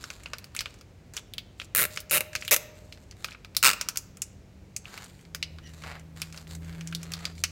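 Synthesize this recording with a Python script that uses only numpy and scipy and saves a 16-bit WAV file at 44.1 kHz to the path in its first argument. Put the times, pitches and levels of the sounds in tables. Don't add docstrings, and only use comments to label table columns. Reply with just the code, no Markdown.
import sys
import numpy as np
from scipy import signal
from scipy.fft import rfft, irfft
from scipy.io import wavfile
from scipy.ndimage import uniform_filter1d

SR = 44100
rng = np.random.default_rng(int(sys.argv[2]) if len(sys.argv) > 2 else 0)


def wrap_up_sound(samples):
    columns = np.atleast_2d(samples).T
    tamed = np.clip(columns, -1, 1)
    steps = np.round(tamed * 32767).astype(np.int16)
    wavfile.write(sys.argv[1], SR, steps)


N = 331181
TIME = np.arange(N) / SR
BINS = np.fft.rfftfreq(4096, 1 / SR)

# (start [s], length [s], hardest moment [0-1], rub level [dB], fizz level [dB])
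STROKES = [(0, 0.24, 0, -54.5, -57), (.2, 0.39, 0.2, -62, -72.5), (.53, 0.31, 0.15, -60.5, -66.5),
           (1.136, 0.068, 0.35, -49, -49), (1.572, 0.088, 0.9, -75, -60.5), (1.904, 0.12, 0.04, -68, -51),
           (2.318, 0.18, 0.97, -65, -53), (2.744, 0.38, 0.04, -67.5, -66.5),
           (3.16, 0.19, 0.33, -58.5, -60.5), (4.839, .24, 0.42, -49, -56), (5.042, 0.26, 0.16, -66, -65.5),
           (5.612, 0.32, 0.55, -62.5, -62.5), (5.813, 0.21, 0.32, -46, -62.5),
           (6.156, 0.17, 0.13, -54.5, -59), (6.322, 0.14, 0.18, -56, -57.5), (6.469, 0.11, 0.46, -54, -54),
           (6.61, 0.43, 0.13, -54.5, -65), (6.988, .34, 0.78, -50.5, -61), (7.346, 0.078, 0.7, -69, -57.5)]


def pulls(level_db, shake_db):
    # (start [s], length [s], pause before the last slip [s], teeth [count],
    # fastest moment [0-1], slowing at the ends [ratio])
    pull_motions = [(1.7495, .0894, .0136, 13, .56, 3), (2.1107, .0689, .0274, 14, .48, 2.8),
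                    (2.511, .0326, .0198, 9, .02, .7), (3.6278, .0855, .0198, 11, .4, 1.8)]
    # (level [dB], swell in the middle [dB], fade [dB], shaking of the metal part [dB],
    # share of clean snap in a tooth [0-1], darkening from first to last tooth [dB per octave])
    pull_forces = [(2.5, 0, 4, 4, 0, 3), (1.46, 0.8, -1, 7.5, 0.32, 1.5), (5, 0.5, -1, 6, 0.2, 0),
                   (9.5, 7, 7, -18.5, .05, 3.5)]
    # (frequency [Hz], level [dB per Hz])
    pull_colours = [
        [(71, -37), (120, -7), (284, -17), (427, -7), (524, -13), (580, -6), (822, -20), (1320, -4),
         (2150, -3.5), (3110, -11), (4410, -10), (4780, -16), (9400, -6), (13900, -4), (16000, -8)],
        [(71, -44), (120, -14), (184, -10), (284, -21), (580, -2), (712, -17), (968, -16), (1320, -9),
         (1830, -9), (2650, -2), (3450, -16), (3740, -11), (5300, -16), (11500, -5), (16000, -13)],
        [(71, -50), (120, -20), (289, -24), (569, -2), (698, -13), (1320, -10), (1430, -13), (2430, -3),
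         (3110, -12), (3740, -8), (4500, -13), (6370, -4), (9210, -12), (12000, -4), (16000, -13)],
        [(71, -45), (120, -15), (308, -18), (617, -14), (684, -19), (757, -17), (1320, -3), (1860, -7),
         (2700, -2), (3110, -12), (5190, -6), (5630, -11), (8660, -7), (9990, -17), (16000, -13)],
    ]
    # (frequency [Hz], width [Hz], lift [dB])
    strap_rings = [(1340, 110, 5), (2370, 200, 1), (2760, 150, 4), (3830, 150, 3), (5060, 150, 3),
                   (8720, 200, 3), (12150, 250, 3)]
    # (frequency [Hz], level before shaking [dB], time to fall by 60 dB [s])
    metal_rings = [(614, -64, 1.4), (598, -68, .6), (824, -73, .5), (335, -66, .3)]
    tooth_tilt_db = 0.66

    out, shaking = np.zeros(N), np.zeros(N)
    t = np.arange(2 * SR) / SR
    strap_db = sum(db / (1 + (2 * (BINS - hz) / width) ** 2) for hz, width, db in strap_rings)
    metal = sum(amp(db - 60 * t / t60) * np.sin(2 * np.pi * hz * t) for hz, db, t60 in metal_rings)
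    octaves = np.log2(BINS + 500)

    for motion, force, colour in zip(pull_motions, pull_forces, pull_colours):
        *loudness, shake, clean, darkening = force
        run = teeth(*motion, *loudness)
        colour_db = read(colour, BINS) + strap_db
        for (s, db), progress in zip(run, np.linspace(-.5, .5, len(run))):
            tilt = tooth_tilt_db * rng.standard_normal() - darkening * progress
            gain = evened(amp(colour_db + tilt * octaves))
            tooth = click(gain, rattle_s=.0014, clean=clean, arch_db=-9, arch_t60=.052)
            add(out, s, amp(level_db + db) * tooth)
        add(shaking, run[:, 0].mean(), amp(shake_db + shake) * metal)
    return out, shaking


def teeth(start, length, pause, count, fastest, slowing, level_db, swell_db, fade_db):
    slip_db = -1.6
    jitter_s, spread_db = .0002, 0.56
    along = np.linspace(0, 1, round(count))
    gaps = 1 + slowing * (np.linspace(0, 1, len(along) - 1) - fastest) ** 2
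    times = start + length * np.r_[0, np.cumsum(gaps)] / gaps.sum()
    db = level_db - swell_db * (2 * along - 1) ** 2 - fade_db * (along - .5)
    times = np.r_[times, times[-1] + pause]
    db = np.r_[db, db[-1] + slip_db]
    chance = rng.standard_normal((len(times), 2)) * [jitter_s, spread_db]
    return np.c_[times, db] + chance


def snaps(level_db, thud_db):
    # (time [s], ring [Hz], ring level [dB], knock level [dB], body level [dB], crack level [dB])
    snap_events = [(.04, 4990, -2, 1.5, -3, -25), (0.1031, 5470, -4, 0, 1.5, -34),
                   (0.259, 4560, -10.5, -0.5, 3, -46), (.3343, 4910, 1, 10, 2.5, -40),
                   (.384, 4570, -7.5, -27, -9, -16.5), (.443, 4800, -9, -15, -9.5, -21.5),
                   (0.5498, 3820, -7, -3.5, -9, -14), (0.5646, 7300, 1, -14, 6, -24),
                   (.591, 4560, 8.5, -20, 6.5, -21), (.607, 4800, 5, 2, 6, -10),
                   (.6579, 2880, 5, 4.5, -12, -45), (0.811, 5040, -15.5, -14, -17, -32),
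                   (1.1673, 6100, 3.5, 0, -1, -24), (1.1754, 3180, 3, -20, -15, -30),
                   (1.3367, 3500, -2, -36, -10, -15), (1.3813, 3480, 7, -8.5, 0, -17),
                   (1.5989, 3480, 0.5, -5, 4, -37), (1.616, 4360, -8, -0.5, 0, -32),
                   (1.974, 5130, 1.5, 5.5, 9.5, -22), (2.0034, 4880, -7, -24, -24, -10.5),
                   (2.097, 6550, -4, -19, -8, -39), (2.3522, 5870, 3.5, 10.5, 13, -11),
                   (2.36, 4910, 4.5, -23, 1, -22), (2.4237, 4840, -12, 0, 4, -40),
                   (2.4496, 6150, -9, -16, -2, -20), (2.479, 2820, 11.5, -10, -11, -7),
                   (2.9247, 4070, -6.5, -17, -6, -34), (3.1115, 5120, -9.5, -27, -17, -45),
                   (3.2448, 4620, 5, 8, 8, -11.5), (3.285, 2770, -7, -4, -20, -38),
                   (3.3196, 5160, -30, -9, -5, -50), (3.3474, 4550, -36, -5, -7, -51),
                   (3.4475, 4330, -10, -6, -6.5, -33), (3.549, 4060, -10, -11, -7.5, -24),
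                   (3.5668, 4660, 16, 2, 3, 7.5), (3.8121, 5540, 9, 7, 7, -6),
                   (3.887, 5700, 10, 5, 5, -3.5), (3.9586, 4940, -5, -3.5, -2, -15),
                   (3.9725, 6140, 10, -2, 0, 1.5), (4.1708, 7070, -13.5, -18, -15.5, -29),
                   (4.219, 7060, 8.5, -11.5, 0, -14), (4.7642, 6640, 5.5, -18, -3.5, -27),
                   (4.855, 4260, -22, -14, -2, -49), (4.977, 4540, -9.5, -5, -0.5, -21),
                   (5.3479, 5240, 2, 2.5, 4.5, -9.5), (5.4274, 4290, 9, -4.5, 11.5, -35),
                   (5.5855, 3970, -13.5, -6.5, -14, -46), (5.8373, 4430, -9, 1, -6, -34.5),
                   (6.2178, 4720, 5, -1, 6, -3.5), (6.345, 4700, -20, -8, -10, -34),
                   (6.376, 4700, -5.5, -8, -8, -25), (6.8095, 5430, -10, -7.5, -3, -32),
                   (6.8735, 6280, -3, -19, -7.5, -33), (6.9253, 3880, -9, 0, 0, -24),
                   (6.9492, 4240, 7, -17, -10, -6.5), (7.031, 6360, -6, -7, -7.5, -17),
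                   (7.1192, 5800, -3.5, -14, -2, -12), (7.1367, 4420, 6, -4.5, -4, -11),
                   (7.2536, 4490, 8.5, -1.5, 4.5, -16), (7.4382, 5460, 14.5, 10, 15, 0.5)]
    # (time [s], centre [Hz], sharpness Q [ratio])
    crack_grips = [(5.4, 11400, 0.73), (6.1, 9200, 1.2)]
    out = np.zeros(N)
    grip_s, crack_hz, crack_q = np.transpose(crack_grips)
    for s, ring_hz, ring_db, knock_db, body_db, crack_db in snap_events:
        crack = hump(hz=np.interp(s, grip_s, crack_hz), q=np.interp(s, grip_s, crack_q))
        power = (amp(ring_db) * hump(hz=ring_hz, q=1.8)) ** 2
        power += (amp(knock_db) * hump(hz=1400, q=2.2)) ** 2
        power += (amp(body_db) * hump(hz=2500, q=2.2)) ** 2
        power += (amp(crack_db) * crack) ** 2
        power += (amp(knock_db + thud_db) * hump(hz=580, q=2)) ** 2
        snap = click(np.sqrt(power), rattle_s=0.0021, clean=0.15, arch_db=-7.0, arch_t60=0.067)
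        add(out, s, amp(level_db) * snap)
    return out


def click(gain, rattle_s, clean, arch_db, arch_t60):
    t = np.arange(len(BINS)) / SR
    burst = evened(t * np.exp(-t / .00022)) ** 2
    rattle = evened(np.exp(-t / rattle_s)) ** 2
    arch = evened(amp(-60 * t / arch_t60) * (t > .003)) ** 2
    power = clean * burst + (1 - clean) * rattle + amp(arch_db) ** 2 * arch
    spectrum = levelled(rng.standard_normal(len(t)) * np.sqrt(power), size=221)
    log_gain = np.log(np.maximum(gain, gain.max() * 1e-4))
    mirrored = np.r_[log_gain, log_gain[-2:0:-1]]
    phase = -signal.hilbert(mirrored).imag[:len(BINS)]
    return irfft(spectrum * np.exp(log_gain + 1j * phase))[:len(t)]


def levelled(x, size):
    z = rfft(x, 2 * len(BINS) - 2)
    return z / np.sqrt(uniform_filter1d(abs(z) ** 2, size))


def hump(hz, q):
    ratio = (BINS + 1) / hz
    return 1 / (1 + (q * (ratio - 1 / ratio)) ** 2)


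def ticks(per_s, over_fizz_db, spread_db):
    low_hz, high_hz = 3630, 7200
    out = np.zeros(N)
    chances = rng.random((len(STROKES), 40, 4))
    for (start, length, *_, fizz_db), draws in zip(STROKES, chances):
        for when, size, pitch, body in draws[:round(per_s * length)]:
            ring_hz = low_hz + pitch * (high_hz - low_hz)
            level = amp(fizz_db + over_fizz_db - spread_db * size)
            add(out, start + when * length, level * crease(ring_hz, body))
    return out


def crease(ring_hz, body_share):
    ring = (1 - body_share) * hump(hz=ring_hz, q=1.5) ** 2
    body = body_share * hump(hz=2100, q=1.3) ** 2
    return click(evened(np.sqrt(ring + body)), rattle_s=.002, clean=.25, arch_db=-7, arch_t60=.06)


def rustle(rub_db, fizz_db, flutter_db, film_db):
    # (frequency [Hz], level [dB per Hz])
    rub_colour = [(100, -24.5), (450, 2.5), (900, 2), (1600, 4.5), (2600, 0), (3300, -7), (4200, -5.5),
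                  (6000, -22.5), (16000, -52)]
    # (frequency [Hz], level [dB per Hz])
    fizz_colour = [(1500, -30), (3400, -10), (4300, -4), (5500, -12.5), (7300, -3), (10000, -15.5),
                   (13000, -14.5), (16000, -22.5)]
    edge = 0.62
    grains = crinkle(per_s=550, spread_db=4.3, smooth=.7) * amp(flutter_db * drift(per_s=55))
    rub, fizz = coloured(grains, rub_colour), coloured(grains, fizz_colour)
    out = np.zeros(N)
    for start, length, hardest, rubbing, fizzing in STROKES:
        span = slice(round(start * SR), round((start + length) * SR))
        sound = amp(rubbing + rub_db) * evened(rub[span])
        sound = sound + amp(fizzing + fizz_db) * evened(fizz[span])
        film = click(np.ones(len(BINS)), rattle_s=.0022, clean=.3, arch_db=-10, arch_t60=.05)
        peak = np.clip(hardest, .01, .99)
        pressure = np.interp(np.linspace(0, 1, len(sound)), [0, peak, 1], [0, 1, 0])
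        sound = sound * pressure ** edge
        add(out, start, sound)
        add(out, start, amp(film_db) * signal.fftconvolve(sound, film))
    return out


def crinkle(per_s, spread_db, smooth):
    sizes = amp(spread_db * np.minimum(rng.exponential(1, N), 4))
    pops = sizes * (rng.random(N) < per_s / SR)
    return evened(pops * rng.choice([-1, 1], N)) + smooth * rng.standard_normal(N)


def squeak(start, end):
    # (frequency [Hz], width [Hz], level at the peak [dB])
    squeak_bands = [(1900, 160, -56), (2950, 300, -56), (5800, 350, -58)]
    hz = np.fft.rfftfreq(N, 1 / SR)
    slips = rfft(rng.standard_normal(N))
    voice = np.zeros(N)
    for centre, width, db in squeak_bands:
        band = irfft(slips / (1 + (2 * (hz - centre) / width) ** 2), N)
        voice += amp(db) * evened(band)
    return voice * np.interp(TIME, [start, (start + end) / 2, end], [0, 1, 0])


def engine(level_db, waver_db, roar_db):
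    # (time [s], firing rate [Hz], fundamental level [dB], octave level [dB])
    engine_course = [(0, 96.5, -61.5, -75), (4.899, 96.2, -58, -58.5), (5.2, 86.7, -67, -57.5),
                     (5.369, 80.5, -50.5, -51.5), (5.65, 79, -47.5, -53), (6.2, 80.7, -52, -45.5),
                     (6.42, 80.4, -52, -51.5), (6.58, 82, -40, -44), (6.89, 82.9, -52.5, -38.5),
                     (7.24, 83.05, -51, -45), (7.44, 82.6, -40.5, -52)]
    s, hz, *levels = np.transpose(engine_course)
    rate = np.interp(TIME, s, hz) * (1 + 0.0036 * drift(per_s=6.8))
    turns = np.cumsum(rate) / SR
    gains = [amp(level_db + np.interp(TIME, s, db) + waver_db * drift(per_s=9)) for db in levels]
    tones = [gain * np.sin(2 * np.pi * (k + 1) * turns) for k, gain in enumerate(gains)]
    hum = np.sqrt(2) * sum(tones)
    # (frequency [Hz], level [dB per Hz])
    roar_colour = [(60, -15.5), (200, -12.5), (290, -2.5), (400, -13), (1500, -35.0)]
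    roar = coloured(rng.standard_normal(N), roar_colour)
    return hum + amp(roar_db) * sum(gains) * roar


def air(level_db):
    # (frequency [Hz], level [dB per Hz])
    air_colour = [(18, -31.5), (28, -9.5), (42, 2), (70, 5), (100, 1), (140, 0.5), (200, -6), (350, -10.5),
                  (600, -14), (1100, -25), (2300, -24.5), (3200, -30), (7000, -32.5), (10000, -42.5),
                  (16000, -44.5)]
    return amp(level_db) * coloured(rng.standard_normal(N), air_colour)


def garage(x, wet_db):
    # (frequency [Hz], time to fall by 60 dB [s])
    room_decay = [(150, 1.4), (600, 1.1), (2000, 0.63), (6000, 0.51), (10000, 0.27), (16000, 0.39)]
    hz, frame_s, z = signal.stft(rng.standard_normal(SR), SR, nperseg=256)
    fading = amp(-60 * frame_s / read(room_decay, hz)[:, None])
    tail = signal.istft(z * fading, SR, nperseg=256)[1][:SR]
    tail *= TIME[:SR] > .008
    return x + amp(wet_db) * signal.fftconvolve(x, tail / np.linalg.norm(tail))[:N]


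def amp(db):
    return 10 ** (np.asarray(db) / 20)


def evened(x):
    return x / np.sqrt(np.mean(x ** 2) + 1e-20)


def read(points, hz):
    f, value = np.transpose(points)
    return np.interp(np.log(hz + 1), np.log(f + 1), value)


def add(mix, s, sound):
    part = mix[max(round(s * SR), 0):][:len(sound)]
    part += sound[:len(part)]


def coloured(x, spectrum):
    return evened(irfft(rfft(x) * amp(read(spectrum, np.fft.rfftfreq(N, 1 / SR))), N))


def drift(per_s):
    slow = np.fft.rfftfreq(N, 1 / SR) < per_s
    return evened(irfft(rfft(rng.standard_normal(N)) * slow, N))


def scene():
    ratchet, metal = pulls(level_db=1.5, shake_db=12.5)
    clicks = snaps(level_db=-1.0, thud_db=-10.0) + ticks(per_s=25, over_fizz_db=38.5, spread_db=17)
    hands = rustle(rub_db=0.0, fizz_db=2.5, flutter_db=-1.2, film_db=-9.5) + squeak(start=5.615, end=5.72)
    close = garage(ratchet + clicks + hands, wet_db=-20.0)
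    far = engine(level_db=-0.5, waver_db=1.55, roar_db=-20.0) + air(level_db=-52)
    return (close + metal + far)[None]


def record(dry):
    edge_hz = 16050
    rounded = np.tanh(dry)
    lowpass = signal.firwin(255, edge_hz, window=("kaiser", 8), fs=SR)
    return signal.oaconvolve(rounded, lowpass[None], "same")


dry = scene()
out = record(dry)
wrap_up_sound(out)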